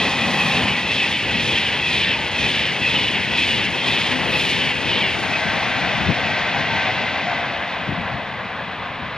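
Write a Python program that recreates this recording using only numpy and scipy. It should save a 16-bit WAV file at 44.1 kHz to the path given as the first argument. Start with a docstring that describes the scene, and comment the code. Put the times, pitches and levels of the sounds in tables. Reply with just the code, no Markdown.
"""A low drone and singing rails come first, then a nine-car electric train runs through the station at
speed, about four metres from a stereo microphone on the platform. Each bogie sweeps by with ringing steel
wheels whose pitch drops as they pass, over the roar of the rails and the rush of dragged air.
The train recedes under the canopy, which channels its sound back, while its wake buffets the microphone."""
import sys
import numpy as np
from scipy import signal
from scipy.fft import rfft, irfft, next_fast_len
from scipy.io import wavfile
from scipy.ndimage import map_coordinates

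SR = 44100
rng = np.random.default_rng(int(sys.argv[2]) if len(sys.argv) > 2 else 0)


def dump(signal):
    """Clip the signal to [-1, 1] and save it as 16-bit WAV at the path in sys.argv[1]."""
    limited = np.clip(np.atleast_2d(signal).T, -1, 1)
    pcm = np.round(limited * 32767).astype(np.int16)
    wavfile.write(sys.argv[1], SR, pcm)


N = 404397


def amp(db):
    """Decibels to gain."""
    return 10 ** (np.asarray(db) / 20)

def unit(x):
    """Scale to rms 1."""
    return x / np.sqrt(np.mean(x ** 2) + 1e-20)

def clock():
    """The time of each sample in seconds."""
    return np.arange(N) / SR

def around(s, half_length):
    """The samples within half_length seconds of time s."""
    return slice(max(0, int((s - half_length) * SR)), int((s + half_length) * SR))

def along(points, hz):
    """(frequency, value) points read on a log axis."""
    f, v = np.transpose(points)
    return np.interp(np.log(hz + 1), np.log(f + 1), v)

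def read_at(x, positions):
    """x at fractional sample positions; their pace bends the pitch."""
    return map_coordinates(x, [positions], prefilter=False, mode="mirror")

def wobble(rate):
    """A smooth random curve, rate knots a second."""
    coarse = np.arange(0, N + 64, 64) / SR
    knots = rng.standard_normal(4096)
    return np.interp(clock(), coarse, map_coordinates(knots, [coarse * rate], mode="mirror"))

def filtered(x, response):
    """x through a filter given as a function of frequency."""
    size = next_fast_len(N + 8192)
    return irfft(rfft(x, size) * response(np.fft.rfftfreq(size, 1 / SR)), size)[..., :N]

def noise_pair(spectrum):
    """Two noises of one colour: row 0 is shared by both microphone ports, row 1 sets them apart."""
    return unit(filtered(rng.standard_normal((2, N)), lambda hz: amp(along(spectrum, hz))))

def ringing(modes):
    """Resonances kept going by noise, as steel is by a rough rail."""
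    def power(hz):
        return sum(amp(db) ** 2 / (1 + ((hz - f) / width) ** 2) ** 2 for f, width, db in modes)
    return unit(filtered(rng.standard_normal(N), lambda hz: np.sqrt(power(hz))))

def steady_ring(hz, width_hz, evenness=.27):
    """One resonance driven without a break: its chance swells and lulls are partly evened out."""
    ring = ringing([(hz, width_hz, 0)])
    envelope = np.hypot(ring, filtered(ring, lambda f: 1j))
    return unit(ring / (envelope + 1e-3) ** evenness)

def swell(s, length):
    """A bell-shaped rise and fall around time s."""
    return 1 / np.cosh(np.clip((clock() - s) / length, -20, 20)) ** 1.76

def sweep(s, before, after, rise, fall):
    """Power of something passing: half at s - before and s + after, with sides as steep as rise, fall."""
    t = clock() - s
    return 1 / (1 + np.where(t < 0, -t / before, t / after) ** np.where(t < 0, rise, fall))

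def onset(s, length):
    """A smooth step from 0 to 1 around time s."""
    return (1 + np.tanh((clock() - s) / length)) / 2

def gone():
    """Share of the sound that reaches the microphone from behind the tail, 0 to 1."""
    return onset(5.21, .093)

def receded(canopy_end_s=6.87, fade_s=1.48):
    """How far the departing train has faded: 0 under the canopy, 1 far beyond it."""
    return np.clip((clock() - canopy_end_s) / fade_s, 0, 1)

def roof_lift():
    """A last swell in dB as the tail nears the end of the roof."""
    return 1.5 * swell(6.83, .075)


# The train far beyond the canopy: (frequency [Hz], width [Hz], relative level [dB])
DISTANT_MODES = [(160, 60, 0), (880, 110, -5.5), (1037, 100, -0.5), (1190, 75, -2), (1510, 20, -10),
                 (1960, 10, -9), (2010, 45, 0.5), (2460, 18, -11)]

def distant_howl(db=-36):
    """A thin howl is left once the tail is far down the line."""
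    return amp(db) * onset(7.66, .15) * ringing(DISTANT_MODES)

def lingering_tone(db=-41):
    """A low wheel tone carries back to the platform as the rest fades."""
    return amp(db) * np.sqrt(sweep(7.85, .47, .47, 4.7, 14)) * steady_ring(hz=704, width_hz=20)

# Roar and hiss from far along the platform: (frequency [Hz], relative level [dB])
FAR_ROAR_SPECTRUM = [(800, -54), (1350, -7), (1620, -11.5), (1800, -1), (2050, 1.5), (2600, 2), (2900, -2),
                     (3500, -2.5), (4200, -11.5), (5500, -29.5), (9000, -72)]
FAR_HISS_SPECTRUM = [(2500, -20), (4000, 1.5), (5000, -2), (6300, -9), (8000, -25), (10300, -45),
                     (11600, -28.5), (13000, -37), (15600, -44)]
# Wheels heard from behind, lowered in pitch: (frequency [Hz], width [Hz], relative level [dB])
RECEDING_MODES = [(630, 40, -5), (705, 7, 0), (790, 60, -3), (910, 20, -7), (1552, 19, 1.5), (1922, 11, 3),
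                  (2040, 60, -1.5), (2525, 30, -6)]

def canopy(roar_db=-24.5, hiss_db=-38.5, ring_db=-27.5):
    """The roof channels the departing roar and wheel tones to the microphone; the hiss fades fastest."""
    roar_gain = amp(roar_db + roof_lift() - 9.5 * receded() + .18 * wobble(24))
    out = roar_gain * noise_pair(FAR_ROAR_SPECTRUM)
    out += amp(hiss_db - 16 * receded() + .96 * wobble(15)) * noise_pair(FAR_HISS_SPECTRUM)
    # each tone swells and sinks by itself as the reflections shift
    tones = sum(amp(db + .8 * wobble(7)) * np.sqrt(width) * steady_ring(hz, width)
                for hz, width, db in RECEDING_MODES)
    audible = onset(4.5, .27) * (1 - onset(8.57, .27))
    out[0] += amp(ring_db + roof_lift() - 8 * receded()) * audible * unit(tones)
    return np.sqrt(gone()) * out

# The front of the train, heard from up the line: (frequency [Hz], width [Hz], relative level [dB])
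NOSE_MODES = [(167, 28, -6), (200, 31, -3), (245, 23, -4), (550, 69, -12), (773, 110, -8.5),
              (1060, 110, -10.5), (1260, 180, -16), (1870, 250, -10.5)]

def nose_drone(db=-24.5):
    """The nose drones ahead of itself until it draws level with the microphone."""
    return amp(db) * np.sqrt(sweep(.48, .69, .22, 1.4, 7)) * ringing(NOSE_MODES)

# The rails below the platform, ahead of the nose: (frequency [Hz], width [Hz], relative level [dB])
RAIL_MODES = [(1965, 35, -6), (2510, 80, 0)]

def singing_rails(db=-29.5):
    """The rails carry the ring of the first wheels ahead, wavering and building until the nose arrives."""
    drift = np.cumsum(.02 * wobble(22))
    flicker_db = 2.5 * wobble(25)
    ring = read_at(ringing(RAIL_MODES), np.arange(N) + drift)
    return amp(db + flicker_db) * np.sqrt(sweep(.53, .14, .13, 2, 10)) * ring

# Eddies striking the microphone: (time [s], level [dB], length [s])
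WAKE_EDDIES = [(6.038, -26.5, 0.064), (6.1, -18, 0.016), (6.267, -22, 0.0077), (7.893, -22.5, 0.012),
               (7.92, -23, 0.013), (7.995, -28, 0.024), (8.06, -35, .02), (8.146, -28.5, 0.028),
               (9.048, -32, 0.041)]

def wake(push_s=.00058, sharp_s=.013, leak_hz=65):
    """Each eddy behind the tail is a low flurry; the briefest also suck and push on the microphone."""
    flurry = noise_pair([(20, -9), (50, -2), (100, 0), (180, 1), (300, -10.5), (600, -22.5), (2000, -71)])
    out = sum(amp(db) * swell(s, length) for s, db, length in WAKE_EDDIES) * flurry
    for s, db, length in WAKE_EDDIES:
        u = np.clip((clock() - s) / push_s, -10, 10)
        out[0] += amp(db) * min(1, sharp_s / length) ** 2 * u * np.exp(-u ** 2 / 2)
    # the microphone lets the deepest part of the push leak away
    return signal.sosfilt(signal.butter(2, leak_hz, "high", fs=SR, output="sos"), out)

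# Sharp edges passing the microphone: (time [s], half length [s], level [dB])
EDGE_PASSES = [(.45, .2, -52), (3.93, .07, -59), (4.39, .11, -49)]
# Their hiss at close range: (frequency [Hz], relative level [dB])
EDGE_SPECTRUM = [(4500, -25), (8000, -5), (10000, 1), (12000, -9), (14300, -13), (15600, -29)]

def edge_hiss():
    """Air tearing over the nose and the raised pantograph adds a brief, very bright hiss."""
    return sum(amp(db) * swell(s, length) for s, length, db in EDGE_PASSES) * noise_pair(EDGE_SPECTRUM)

# Blunt parts pushing air past the platform: (time [s], half length [s], rumble [dB], rush [dB])
AIR_GUSTS = [(.4, 0.44, -36.5, -34), (.66, .07, -32, -45), (1.417, .15, -31, -41), (2.44, 0.05, -32, -37),
             (4.124, 0.31, -40, -31.5), (4.965, 0.1, -38.5, -29.5)]
# Rumble, rush alongside and rush from down the platform: (frequency [Hz], relative level [dB])
RUMBLE_SPECTRUM = [(20, -42), (40, -18), (55, -17), (72, -2.5), (110, -1), (190, 0), (260, -1), (350, -8),
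                   (550, -9.5), (1500, -69)]
RUSH_SPECTRUM = [(150, -41), (320, -6), (500, -3.5), (680, -4.5), (860, -1), (1080, -6), (1350, -8.5),
                 (1800, -9.5), (3500, -60)]
FAR_RUSH_SPECTRUM = [(200, -36), (370, -11.5), (520, 0.5), (700, 3), (900, 1.5), (1050, 2.5), (1300, -2),
                     (1700, 3), (3500, -56)]

def air(rumble_db=-34.5, bogie_db=-15, wake_db=-36, rush_db=-32, far_db=-27.5):
    """Turbulence rumbles around cars and bogies; body and track add a rush, hollow under the canopy."""
    rumble_power = amp(rumble_db) ** 2 + amp(wake_db) ** 2 * gone()
    rumble_power += amp(rolling_level() + bogie_db) ** 2 * (1 - gone())
    rush_power = amp(rush_db + .1 * (clock() - 2.26)) ** 2  # dragged air thickens along the train
    for s, length, gust_rumble_db, gust_rush_db in AIR_GUSTS:
        gust = sweep(s, length, length, 8, 8)
        rumble_power += amp(gust_rumble_db) ** 2 * gust
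        rush_power += amp(gust_rush_db) ** 2 * gust
    rumble = np.sqrt(rumble_power) * amp(wobble(22) - 7 * receded()) * noise_pair(RUMBLE_SPECTRUM)
    near = np.sqrt(rush_power * (1 - gone())) * noise_pair(RUSH_SPECTRUM)
    far = np.sqrt(gone()) * amp(far_db + roof_lift() - 3.5 * receded()) * noise_pair(FAR_RUSH_SPECTRUM)
    return rumble + amp(1.44 * wobble(25)) * (near + far)

# Wheel groups drawing level with the microphone, one per car length:
# (time [s], rolling level [dB], hiss level [dB], sag [dB/s], heard before [s], heard after [s])
WHEEL_GROUPS = [(.62, -26.5, -37.5, -5, .2, .18), (1.08, -23.5, -39, 20, 0.15, 0.28),
                (1.59, -23, -38, 3, 0.25, 0.18), (2.065, -20.5, -38.5, 7, .14, 0.085),
                (2.57, -22, -37.5, 5, 0.16, 0.16), (3.05, -23, -40, 15, 0.15, 0.21),
                (3.55, -23, -37, 13, 0.19, 0.13), (4.04, -22.5, -37, 14, 0.18, 0.16),
                (4.56, -22, -35.5, 1, 0.25, 0.15), (5.02, -23.5, -54, -5, .18, 0.13)]

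def rolling_level(bed_db=-23, ahead_db=-23.5):
    """Rolling noise in dB: a surge per group, most strongest at the front, and a roar before the nose."""
    surges = 0
    for s, db, _, sag, before, after in WHEEL_GROUPS:
        gain = amp(db - sag * np.clip(clock() - s, -.2, .2))
        surges += gain ** 2 * sweep(s, before, after, 10, 20)
    bed = amp(bed_db - 4 * onset(5.13, .015))  # the steady roll drops behind the last axle
    return 10 * np.log10(surges + bed ** 2 + amp(ahead_db) ** 2 * (1 - onset(.3, .19)))

def hiss_level(bed_db=-46, ahead_db=-37, lead_s=.12):
    """Hiss in dB: thrown forward, it peaks earlier and more briefly than the roll."""
    surges = sum(amp(db) ** 2 * sweep(s - lead_s, .069, .99 * after, 5, 2)
                 for s, _, db, _, _, after in WHEEL_GROUPS)
    return 10 * np.log10(surges + amp(bed_db) ** 2 + amp(ahead_db) ** 2 * (1 - onset(.53, .1)))

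def bogies(gap_s=.135):
    """(time [s], level [dB]) of every bogie: nose, tail and a pair around each coupling."""
    nose, *couplings, tail = [(s, db) for s, db, *_ in WHEEL_GROUPS]
    return [nose] + [(s + side * gap_s / 2, db) for s, db in couplings for side in (-1, 1)] + [tail]

# Wheel on rail, a few metres from the microphone: (frequency [Hz], relative level [dB])
ROAR_SPECTRUM = [(700, -51), (1300, -49), (1600, -6.5), (1900, -2.5), (2300, 0.5), (2750, -1.5),
                 (3150, 0.5), (3600, -4), (4200, -10), (5200, -15.5), (8000, -54)]
HISS_SPECTRUM = [(2500, -11.5), (4000, 1.5), (4900, -2), (6300, -6.5), (8000, -11.5), (10000, -16),
                 (12000, -28.5), (14000, -43), (15600, -48)]

def rails(roar_db=-7, hiss_db=2.5, trail_db=-42):
    """The rails roar and hiss at a fixed pitch under each wheel group; the hiss trails after the train."""
    flutter = amp(1.16 * wobble(60))
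    beside = np.sqrt(1 - gone())
    trail = np.sqrt(gone()) * amp(trail_db - 6 * np.maximum(clock() - 5.48, 0))
    roar = beside * amp(rolling_level() + roar_db) * noise_pair(ROAR_SPECTRUM)
    hiss = (beside * amp(hiss_level() + hiss_db) + trail) * flutter * noise_pair(HISS_SPECTRUM)
    return roar + hiss

# Single wheels and motors singing out, close by and then down the platform:
# (time [s], frequency [Hz], level [dB], length [s], fall [octaves/s])
SQUEAL_EVENTS = [(.691, 3020, -26.5, .04, 0.66), (.68, 2470, -28, .025, 1), (.763, 2270, -28, .035, 1.5),
                 (1.18, 3085, -31, .045, .8), (1.21, 2260, -34, .04, 1.3), (1.55, 3190, -27, .065, 1.3),
                 (1.688, 2860, -33, .05, 1), (1.85, 3300, -29, .05, 0.17), (2.076, 1813, -24.5, .02, .89),
                 (2.12, 2560, -23.5, .03, 1.2), (2.201, 900, -33, 0.068, 1.1), (2.43, 5780, -41, .04, 0.21),
                 (2.502, 3310, -30, .035, 1.5), (2.618, 2970, -33, .05, .91), (2.962, 2945, -18, .014, 1),
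                 (3.05, 2930, -27, .04, 0.84), (3.17, 2250, -30, .065, 1.8), (3.521, 2910, -22.5, .045, 1),
                 (3.66, 2224, -28.5, .045, 1.9), (3.83, 3200, -27, .035, .15),
                 (4.148, 258, -27.5, .04, 0.09), (4.34, 522, -37, .067, 0.84), (4.482, 2900, -27, .04, 1.2),
                 (4.53, 2230, -26, .035, 1.5), (4.69, 2200, -28, .035, 1.7), (4.714, 2760, -24, .016, 1.06),
                 (4.933, 2980, -25, .04, 1.55), (5.021, 2273, -25, .04, 1.55),
                 (5.075, 2730, -26, .035, 1.5), (5.35, 2540, -23.5, .02, 0.22),
                 (6.726, 910, -29, .032, 0.36), (6.797, 1540, -32, .057, 0.14), (6.88, 749, -32.5, .14, .3),
                 (7.29, 714, -28, .025, .3), (7.335, 700, -19.5, .01, 0), (7.371, 2020, -30, .035, 0.084),
                 (7.402, 703, -29.5, .033, 0.03)]

def squeals(waver=.0064):
    """Now and then one resonance swells roughly above the rest, sliding down as the wheel goes past."""
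    out, now = np.zeros(N), clock()
    unsteady = 1 + waver * wobble(170)
    for s, hz, db, length, fall in SQUEAL_EVENTS:
        near = around(s, 5 * length)
        t = now[near] - s
        cycles = np.cumsum(hz * unsteady[near] * 2 ** (-fall * np.clip(t, -.15, .15))) / SR
        # the ring loses its phase within some twenty cycles, sooner as it slides
        grit = [map_coordinates(knots, [cycles * (1 + fall) / 20], mode="mirror")
                for knots in rng.standard_normal((2, 512))]
        phase = 2 * np.pi * cycles
        ring = (1.6 / (1 + fall) + grit[0]) * np.sin(phase) + grit[1] * np.cos(phase)
        out[near] += amp(db) * unit(ring) / np.cosh(t / length) ** 1.7
    return out

# Wheels ringing up as they bear down on the microphone: (time [s], frequency [Hz], level [dB], length [s])
FLARE_EVENTS = [(.42, 2535, -26, .045), (0.546, 2630, -24, .032), (0.897, 2635, -23.5, .036),
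                (1.017, 2570, -24, .045), (1.37, 2610, -26, .035), (1.469, 2560, -27, .035),
                (1.862, 2587, -24.5, .048), (1.98, 2500, -27, .04), (2.375, 2600, -26, .022),
                (2.445, 2495, -25, .035), (2.855, 2590, -20, .027), (3.327, 2610, -29, .035),
                (3.42, 2567, -25, .045), (3.923, 2545, -30, .05), (4.33, 2605, -30, .035),
                (4.412, 2560, -27, .045)]
# Weaker resonances that flare along: (frequency [Hz], width [Hz], relative level [dB])
FLARE_SIDE_MODES = [(1990, 45, 0), (3320, 55, -2)]

def wheel_flares(mode_hz=2590, octaves_per_s=.4, waver=.012):
    """A wheel rings up in a short wavering burst just before it arrives, already sinking in pitch."""
    ring = steady_ring(mode_hz, width_hz=85) + amp(-9) * ringing(FLARE_SIDE_MODES)
    out, now = np.zeros(N), clock()
    unsteady = 1 + waver * wobble(60)
    for s, hz, db, length in FLARE_EVENTS:
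        near = around(s, 5 * length)
        t = now[near] - s
        pace = hz / mode_hz * unsteady[near] * 2 ** (-octaves_per_s * t)
        out[near] += amp(db) * read_at(ring, near.start + np.cumsum(pace)) / np.sqrt(1 + (t / length) ** 6)
    return out

# Wheel resonances at rest, those sent along the track and those the face sends toward the platform:
# (frequency [Hz], width [Hz], relative level [dB])
WHEEL_MODES = [(810, 60, -13), (1690, 36, -3), (2160, 45, -2), (2245, 42, -1), (2815, 45, -5)]
FACE_MODES = [(1900, 55, -5), (2480, 60, -2), (2900, 70, 0), (3130, 70, -1), (3480, 110, -5)]

def wheels(level_db=-2.5, distance_m=4.2, speed_m_s=49):
    """Every bogie carries its ring and roar past; the changing travel time bends their pitch down."""
    steel = unit(ringing(WHEEL_MODES) * amp(1.5 * wobble(35)))  # rough patches of rail make it flare
    roar = unit(noise_pair(ROAR_SPECTRUM)[0] + 1.1 * ringing(FACE_MODES))
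    out, power = np.zeros(N), np.zeros(N)
    mach = speed_m_s / 343
    for s, db in bogies():
        start, wear = rng.uniform(0, 1, 2)
        near = around(s, 1)
        t = clock()[near] - s
        range_m = np.hypot(speed_m_s * t, distance_m)
        heading = speed_m_s * t / range_m  # -1 coming, +1 going
        emitted_s = (t - mach * range_m / speed_m_s) / (1 - mach ** 2)
        tuning = 1 + .01609 * (wear - .5)  # worn wheels ring a little higher
        positions = (emitted_s * tuning * SR + start * N) % (N - 1)
        in_view = np.cos(np.pi * t / 2) ** 2  # the cars hide the distant bogies
        gain = amp(db) * in_view * (distance_m / range_m) ** .52
        gain /= 1 + mach * heading  # motion throws the sound forward
        # the ring runs some metres ahead along the track, the broad roar comes out sideways
        ahead = np.minimum(heading, 0) ** 6
        ring_gain = gain * (.33 + 1.3 * ahead / (1 + (range_m / 12) ** 2))
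        roar_gain = gain * (1 - .7 * ahead)
        out[near] += ring_gain * read_at(steel, positions) + roar_gain * read_at(roar, positions)
        power[near] += ring_gain ** 2 + roar_gain ** 2
    # the bogies share the rolling level, the nearest taking most of it
    level = np.sqrt(1 - gone()) * amp(rolling_level() + level_db + 1.2 * wobble(50))
    return level * out / np.sqrt(power + 1e-9)

# Likeness of the two microphone ports: (frequency [Hz], correlation [0 to 1])
PORT_LIKENESS = [(1000, .985), (1350, .94), (1700, .985), (3100, .98), (5000, .91), (7000, .77),
                 (9200, .76), (11200, .2)]
# Phase between them: (frequency [Hz], left lead [rad])
PORT_LEAD = [(60, .2), (300, -.07), (750, -.18), (1400, -.08), (2500, .33), (4400, .9), (6900, 1.9),
             (8100, 2.85), (11000, 3.4), (14000, 4.8)]
# Balance between them: (frequency [Hz], left minus right [dB])
PORT_BALANCE = [(60, 7.5), (200, 7), (380, 6.5), (700, 3.5), (1300, 1.3), (4400, 0), (7500, -1.5),
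                (9500, 6), (11400, 10), (14000, 9)]

def microphone_ports(shared, unshared):
    """Left and right: alike in the bass, though louder on the left, and drifting apart in the treble."""
    def angle(hz):
        return np.arccos(along(PORT_LIKENESS, hz)) / 2
    def lean(hz):
        left = amp(along(PORT_BALANCE, hz) / 2) * np.exp(.5j * along(PORT_LEAD, hz))
        return np.array([left, 1 / left])
    mid = filtered(shared, lambda hz: np.cos(angle(hz)))
    side = filtered(unshared, lambda hz: np.sin(angle(hz)))
    return filtered(np.array([mid + side, mid - side]), lean)

def microphone_turn(pair, corner_hz=750):
    """As the microphone turns to follow the train, the bass leans further to the left."""
    bass = filtered(pair, lambda hz: 1 / (1 + (hz / corner_hz) ** 2))
    lean_db = -4 + 7 * swell(4.96, 2.8)
    return pair + bass * (amp(np.outer([.5, -.5], lean_db)) - 1)

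def scene(floor_db=-75):
    """Train and wake as heard from the platform, over a faint even hiss."""
    shared, unshared = rails() + air() + edge_hiss() + canopy() + wake()
    shared = shared + wheels() + wheel_flares() + singing_rails() + squeals()
    shared += nose_drone() + distant_howl() + lingering_tone()
    pair = microphone_turn(microphone_ports(shared, unshared))
    return pair + amp(floor_db) * rng.standard_normal((2, N))

def record(dry):
    """The recorder keeps nothing above its band limit."""
    return filtered(dry, lambda hz: hz < 15600)


dry = scene()
out = record(dry)
dump(out)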